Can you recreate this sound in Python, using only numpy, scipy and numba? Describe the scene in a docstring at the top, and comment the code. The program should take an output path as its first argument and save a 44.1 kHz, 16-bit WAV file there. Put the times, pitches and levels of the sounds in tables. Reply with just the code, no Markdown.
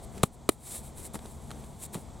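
"""Outdoors, over a low rumble and a distant hum, a hand pats a rolled canvas bundle at 0.23 and 0.49 s.
Each pat is a few quick touches that crack on the cloth, puff out air and thump the packed roll;
an automatic volume control dips after each one. Around 0.75 s the hand slides and the weave hisses.
From about 1.1 s it lifts and turns the roll: folds rustle, cords tick, and softer bumps follow,
the last near 1.95 s."""
import sys
import numpy as np
from scipy import signal
from scipy.fft import rfft, irfft
from scipy.io import wavfile
from scipy.ndimage import uniform_filter1d
from numba import njit

SR = 44100
rng = np.random.default_rng(int(sys.argv[2]) if len(sys.argv) > 2 else 0)


def to_wav(sig):
    """Store sig (one row per channel, or 1-D mono) as 16-bit WAV at the path in sys.argv[1].

    Samples outside -1..1 are clipped; the rate is SR.
    """
    pcm = np.clip(np.atleast_2d(sig), -1, 1) * 32767
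    pcm = np.round(pcm).astype(np.int16)
    wavfile.write(sys.argv[1], SR, pcm.T)  # frames by channels


N = 97020  # 2.2 s

# Fingers and palm touching the roll (time [s], crack strength [dB], crack length [s], thump strength [dB],
# thump pitch [Hz], air pop strength [dB], pop pitch [Hz], thump left minus right [dB])
TOUCHES = [(0.2322, -19, 0.0018, -31, 322, -33, 900, 0), (0.2343, -15, 0.0011, -8.5, 423, -26.5, 815, -5.5),
           (0.236, -18.5, 0.0016, -1.5, 164, -9.5, 830, 1), (0.2384, -25, 0.0031, -18, 254, -30, 940, 13),
           (.4900, -19.5, 0.0015, -44, 350, -15.5, 1220, -5),
           (0.4915, -12, 0.0016, -3.5, 389, -13.5, 1020, -6.5),
           (0.4945, -18.5, 0.0016, -12.5, 306, -24, 694, 11),
           (1.1433, -36.5, 0.003, -35, 198, -36, 1090, 10),
           (1.1545, -35.5, 0.0021, -28.5, 274, -33, 990, 2), (1.1578, -60, 0.0018, -28, 148, -35, 790, 5),
           (1.2557, -55, .002, -43, 466, -35, 695, 5), (1.951, -37, 0.0041, -26.5, 194, -41, 600, 6),
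           (1.9569, -44.5, 0.0065, -19.5, 169, -33.5, 593, -3),
           (1.9690, -60, 0.0033, -38, 160, -35, 600, 1)]
# The hand sliding along the weave (peak time [s], level [dB], 20 dB rise [s], 20 dB fall [s])
SLIDES = [(.048, -52, 0.036, 0.011), (.172, -56.5, 0.079, 0.047), (.26, -48.5, 0.028, 0.029),
          (.34, -55.5, 0.025, 0.02), (.515, -47.5, 0.02, 0.052), (.752, -37, .15, 0.061),
          (.855, -51, 0.05, 0.06), (.99, -48.5, 0.046, 0.051), (1.058, -42, 0.056, 0.027),
          (1.141, -44, .009, 0.039), (1.30, -57.5, .2, 0.1), (1.60, -61, 0.42, 0.37),
          (1.838, -42, .05, 0.028), (1.858, -42, 0.028, 0.011), (1.941, -43, 0.016, 0.019),
          (1.975, -54.5, .04, 0.09)]
# Folds crumpling in the grip (peak time [s], level [dB], 20 dB rise [s], 20 dB fall [s])
GRIPS = [(.15, -47, 0.024, 0.058), (.19, -46.5, 0.05, 0.16), (.72, -56, 0.074, 0.089),
         (.99, -50.5, 0.038, 0.097), (1.15, -36, 0.0091, 0.028), (1.255, -49.5, 0.047, 0.035),
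         (1.51, -49.5, 0.04, 0.11), (1.62, -50.5, .08, 0.053), (1.953, -42.5, 0.027, 0.052)]
# Cords and eyelets hitting the canvas (time [s], level [dB], length [s], band centre [Hz])
CORD_TICKS = [(0.179, -41.5, 0.0027, 4270), (0.225, -52, 0.0016, 8000), (1.19, -41, 0.0021, 1600),
              (1.259, -43, 0.00068, 5000), (1.5062, -35, 0.0012, 1510), (1.5136, -37, 0.0026, 2640),
              (1.639, -43.5, 0.002, 1390), (1.644, -47.5, .0012, 9500), (1.9448, -33.5, 0.0011, 3540)]
# The notes of the distant hum (pitch [Hz], level [dB])
HUM_NOTES = [(70, -56.5), (140, -56), (225, -59.5)]

# The tone of each noise, from low to high (frequency [Hz], relative level [dB])
CRACK_TONE = [(100, -40), (500, 9.5), (850, 4.5), (1250, 6.5), (1550, -9), (2200, -1.5), (2900, -6.5),
              (4100, -1), (4600, -12), (6500, -11), (7300, 0), (8300, 0), (9300, -2), (10500, -4),
              (13000, -12.5), (16000, -19)]  # a hand hitting canvas
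WEAVE_TONE = [(900, -7), (1500, -16), (2300, -10), (2900, -15.5), (3800, -7.5), (4900, -13), (6500, -9.5),
              (7700, 1), (9000, 1.5), (11000, -3.5), (13000, -9.5), (15500, -14.5)]  # skin rubbing threads
FOLD_TONE = [(60, 1), (200, 16.5), (700, 2), (1200, -6), (1800, -10), (3000, -12.5), (4200, -17.5),
             (6000, -13), (12000, -33)]  # heavy folds moving
AIR_TONE = [(12, -27), (20, -7), (70, -0.5), (177, -8.5), (228, -6), (285, -13.5), (347, -12.5),
            (607, -16.5), (678, -13), (738, -15.5), (923, -17), (1710, -33.5), (2140, -31.5), (2750, -38),
            (3440, -31), (5230, -37), (8180, -29), (9400, -37.5), (16000, -49.5)]  # open air

# How wide each noise sounds (frequency [Hz], part that differs between the ears minus shared part [dB])
CRACK_WIDTH = [(200, -12), (1200, -8), (4000, -21), (8000, -18), (10500, -8), (13000, -4)]
CLOTH_WIDTH = [(500, -9.5), (1200, -4), (2500, -68), (6000, -80), (9000, -15), (12500, -6), (16000, -7)]
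AIR_WIDTH = [(25, -4), (70, -5.5), (200, -10), (1000, -9.5), (2500, -20), (4400, -40), (8000, -14.5),
             (12000, 1)]
# How far ticks, cloth and air lean to the left (frequency [Hz], left minus right [dB])
LEFT_LEAN = [(100, 4.5), (700, 1.5), (1500, 0.5), (7500, -1), (10500, 2.5), (16000, -0.5)]

# T60 is the time a sound takes to fade by 60 dB.
THUMP_T60_S, THUMP_RISE_S, THUMP_LOW_HZ = 0.016, 0.00083, 79
BURST_RISE_S, POP_T60_S, SLAP_PAN_DB = 0.0003, 0.007, 1.8
FLAP_HZ, FLAP_T60_S, FLAP_DB = 519, 0.011, -1.5  # the tight outer cloth; level relative to the pop
WEAVE_GRAIN, FOLD_GRAIN, WEAVE_FLICKER_DB = 0.35, 0.53, 1.32  # more grain sounds rougher
TICK_BANDWIDTH = 1.7  # as a multiple of the band centre
ECHO_DB, ECHO_DELAY_S, ECHO_T60_S = -25.5, 0.0045, 0.09
AIR_DB, AIR_DRIFT_DB = -47.5, -0.5
HUM_WAVER, HUM_FLICKER_DB = 0.0274, 2.0  # the waver is a fraction of the pitch
DIP_ABOVE_DB, DIP_SLOPE = -18.5, 0.41  # the volume control cuts 0.41 dB for each dB above this level
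DIP_ATTACK_S, DIP_RELEASE_S, TOP_HZ = 0.02, 0.19, 16000


def pats():
    """Each touch cracks on the cloth, squeezes out a pop of air and thumps the soft, packed roll."""
    crack_power, thump, pop = 0, 0, 0
    for at, crack_db, length, thump_db, thump_hz, pop_db, pop_hz, pan_db in TOUCHES:
        crack_power += (undb(crack_db) * burst(at, length)) ** 2
        push = 1 - np.exp(-since(at) / THUMP_RISE_S)
        thump -= pan(undb(thump_db) * push * ring(at, thump_hz, THUMP_T60_S), pan_db)
        flap = undb(FLAP_DB) * ring(at, FLAP_HZ, FLAP_T60_S)
        pop -= undb(pop_db) * (ring(at, pop_hz, POP_T60_S) + flap)
    # the roll is too small to give off deep bass
    thump = signal.sosfilt(signal.butter(2, THUMP_LOW_HZ, "high", fs=SR, output="sos"), thump)
    crack_noise = colour(noise(), CRACK_TONE) + widen(colour(noise(), CRACK_TONE), CRACK_WIDTH)
    slap = np.sqrt(crack_power) * crack_noise + pop
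    return thump + pan(slap, SLAP_PAN_DB)


def rubbing():
    """Skin drags over the threads in a fine, bright hiss."""
    hiss = stereo(grains(WEAVE_GRAIN), grains(WEAVE_GRAIN), WEAVE_TONE, CLOTH_WIDTH)
    flicker = undb(WEAVE_FLICKER_DB * wander(hz=104))
    return hiss * swells(SLIDES) * flicker


def crumpling():
    """Heavy folds shift with a dull, grainy rustle."""
    rustle = stereo(grains(FOLD_GRAIN), grains(FOLD_GRAIN), FOLD_TONE, CLOTH_WIDTH)
    return rustle * swells(GRIPS)


def ticks():
    """Cords and eyelets flick the canvas, each sounding one broad band of its crack."""
    freqs = np.arange(1, N // 2 + 2) * SR / N
    out = 0
    for at, db, length, hz in CORD_TICKS:
        band = 1 / np.hypot(1, (freqs / hz - hz / freqs) / TICK_BANDWIDTH)
        tick_noise = unit(irfft(rfft(noise()) * band * gains(CRACK_TONE), N))
        out += undb(db) * burst(at, length) * tick_noise
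    return lean(out)


def echo(x):
    """Sound bounces off nearby gear and the ground in a faint, short echo."""
    age = since(ECHO_DELAY_S)
    tail = rng.standard_normal((2, N)) * (age > 0) * undb(-60 * age / ECHO_T60_S)
    tail /= np.sqrt(np.sum(tail ** 2, axis=1, keepdims=True))
    return undb(ECHO_DB) * signal.fftconvolve(x, tail, axes=1)[:, :N]


def outdoors():
    """The open air rumbles low while a distant hum wavers in pitch and loudness."""
    air = stereo(noise(), noise(), AIR_TONE, AIR_WIDTH)
    hum = 0
    for hz, db in HUM_NOTES:
        level = undb(db + HUM_FLICKER_DB * wander(hz=27))
        pitch = hz * (1 + HUM_WAVER * wander(hz=16.23))
        hum += level * unit(np.sin(2 * np.pi * np.cumsum(pitch) / SR))
    return air * undb(AIR_DB + AIR_DRIFT_DB * wander(hz=5.1)) + hum


def undb(db):
    """Turn decibels into a number to multiply by."""
    return 10 ** (np.asarray(db) / 20)


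def unit(x):
    """Scale a sound to an average (rms) level of 1."""
    return x / np.sqrt(np.mean(x ** 2))


def noise():
    """White noise: an even hiss."""
    return rng.standard_normal(N)


def grains(spread):
    """Many tiny snags of uneven size, each lasting a third of a millisecond."""
    sizes = np.exp(spread * np.clip(noise(), -2, 2))
    return noise() * np.repeat(sizes, 15)[:N]


def wander(hz):
    """A smooth random drift with a typical size of 1; more hz makes it faster."""
    window = int(SR / hz)
    return unit(uniform_filter1d(uniform_filter1d(noise(), window), window))


def since(start):
    """Seconds since a moment, zero before it."""
    return np.maximum(np.arange(N) / SR - start, 0)


def burst(start, length):
    """A loudness curve that jumps up and dies away."""
    age = since(start)
    shape = (1 - np.exp(-age / BURST_RISE_S)) * np.exp(-age / length)
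    return shape / shape.max()


def ring(start, hz, t60):
    """One struck note that fades."""
    age = since(start)
    return np.sin(2 * np.pi * hz * age) * np.exp(-np.log(1000) * age / t60)


def swells(rows):
    """One loudness curve for several movements that each grow to a peak and fade."""
    t = np.arange(N) / SR
    power = 0
    for at, db, rise, fall in rows:
        from_peak = np.maximum((at - t) / rise, (t - at) / fall)
        power += undb(db - 20 * from_peak ** 2.05) ** 2
    return np.sqrt(power)


def gains(points):
    """Join (frequency [Hz], level [dB]) points into a multiplier for every frequency."""
    hz, db = np.array(points).T
    freqs = np.arange(N // 2 + 1) * SR / N
    return undb(np.interp(np.log(freqs + 1e-3), np.log(hz), db))


def colour(x, tone):
    """Give a sound a tone, at an average level of 1."""
    return unit(irfft(rfft(x) * gains(tone), N))


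def pan(x, db):
    """Place a sound left (+) or right (-)."""
    return x * undb(np.array([[db], [-db]]) / 2)


def lean(x):
    """Set the lows and the highs near 10 kHz a little to the left."""
    return irfft(rfft(x) * gains(LEFT_LEAN) ** np.array([[.5], [-.5]]), N)


def widen(side, width):
    """Shape a sound and send it to the two ears with opposite signs."""
    return irfft(rfft(side) * gains(width), N) * np.array([[1], [-1]])


def stereo(middle, side, tone, width):
    """Make one wide sound from two noises given the same tone."""
    return lean(colour(middle, tone)) + widen(colour(side, tone), width)


def scene():
    """The handled bundle and its echo in front of the open air."""
    bundle = pats() + ticks() + rubbing() + crumpling()
    return bundle + echo(bundle) + outdoors()


@njit
def follow_peaks(x, release):
    """A level that jumps up with each peak and sinks slowly."""
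    out, level = np.empty(len(x)), 0.
    for i in range(len(x)):
        level = max(x[i], level * release)
        out[i] = level
    return out


def record(dry):
    """The automatic volume control dips after loud peaks and recovers; the very top is cut off."""
    peak = follow_peaks(np.abs(dry).max(axis=0), np.exp(-1 / (DIP_RELEASE_S * SR)))
    cut_db = DIP_SLOPE * np.maximum(20 * np.log10(peak + 1e-9) - DIP_ABOVE_DB, 0)
    lag = np.exp(-1 / (DIP_ATTACK_S * SR))
    smooth_cut_db = signal.lfilter([1 - lag], [1, -lag], cut_db)
    top_cut = signal.ellip(8, .2, 80, TOP_HZ, fs=SR, output="sos")
    return signal.sosfilt(top_cut, dry * undb(-smooth_cut_db))


dry = scene()
out = record(dry)
to_wav(out)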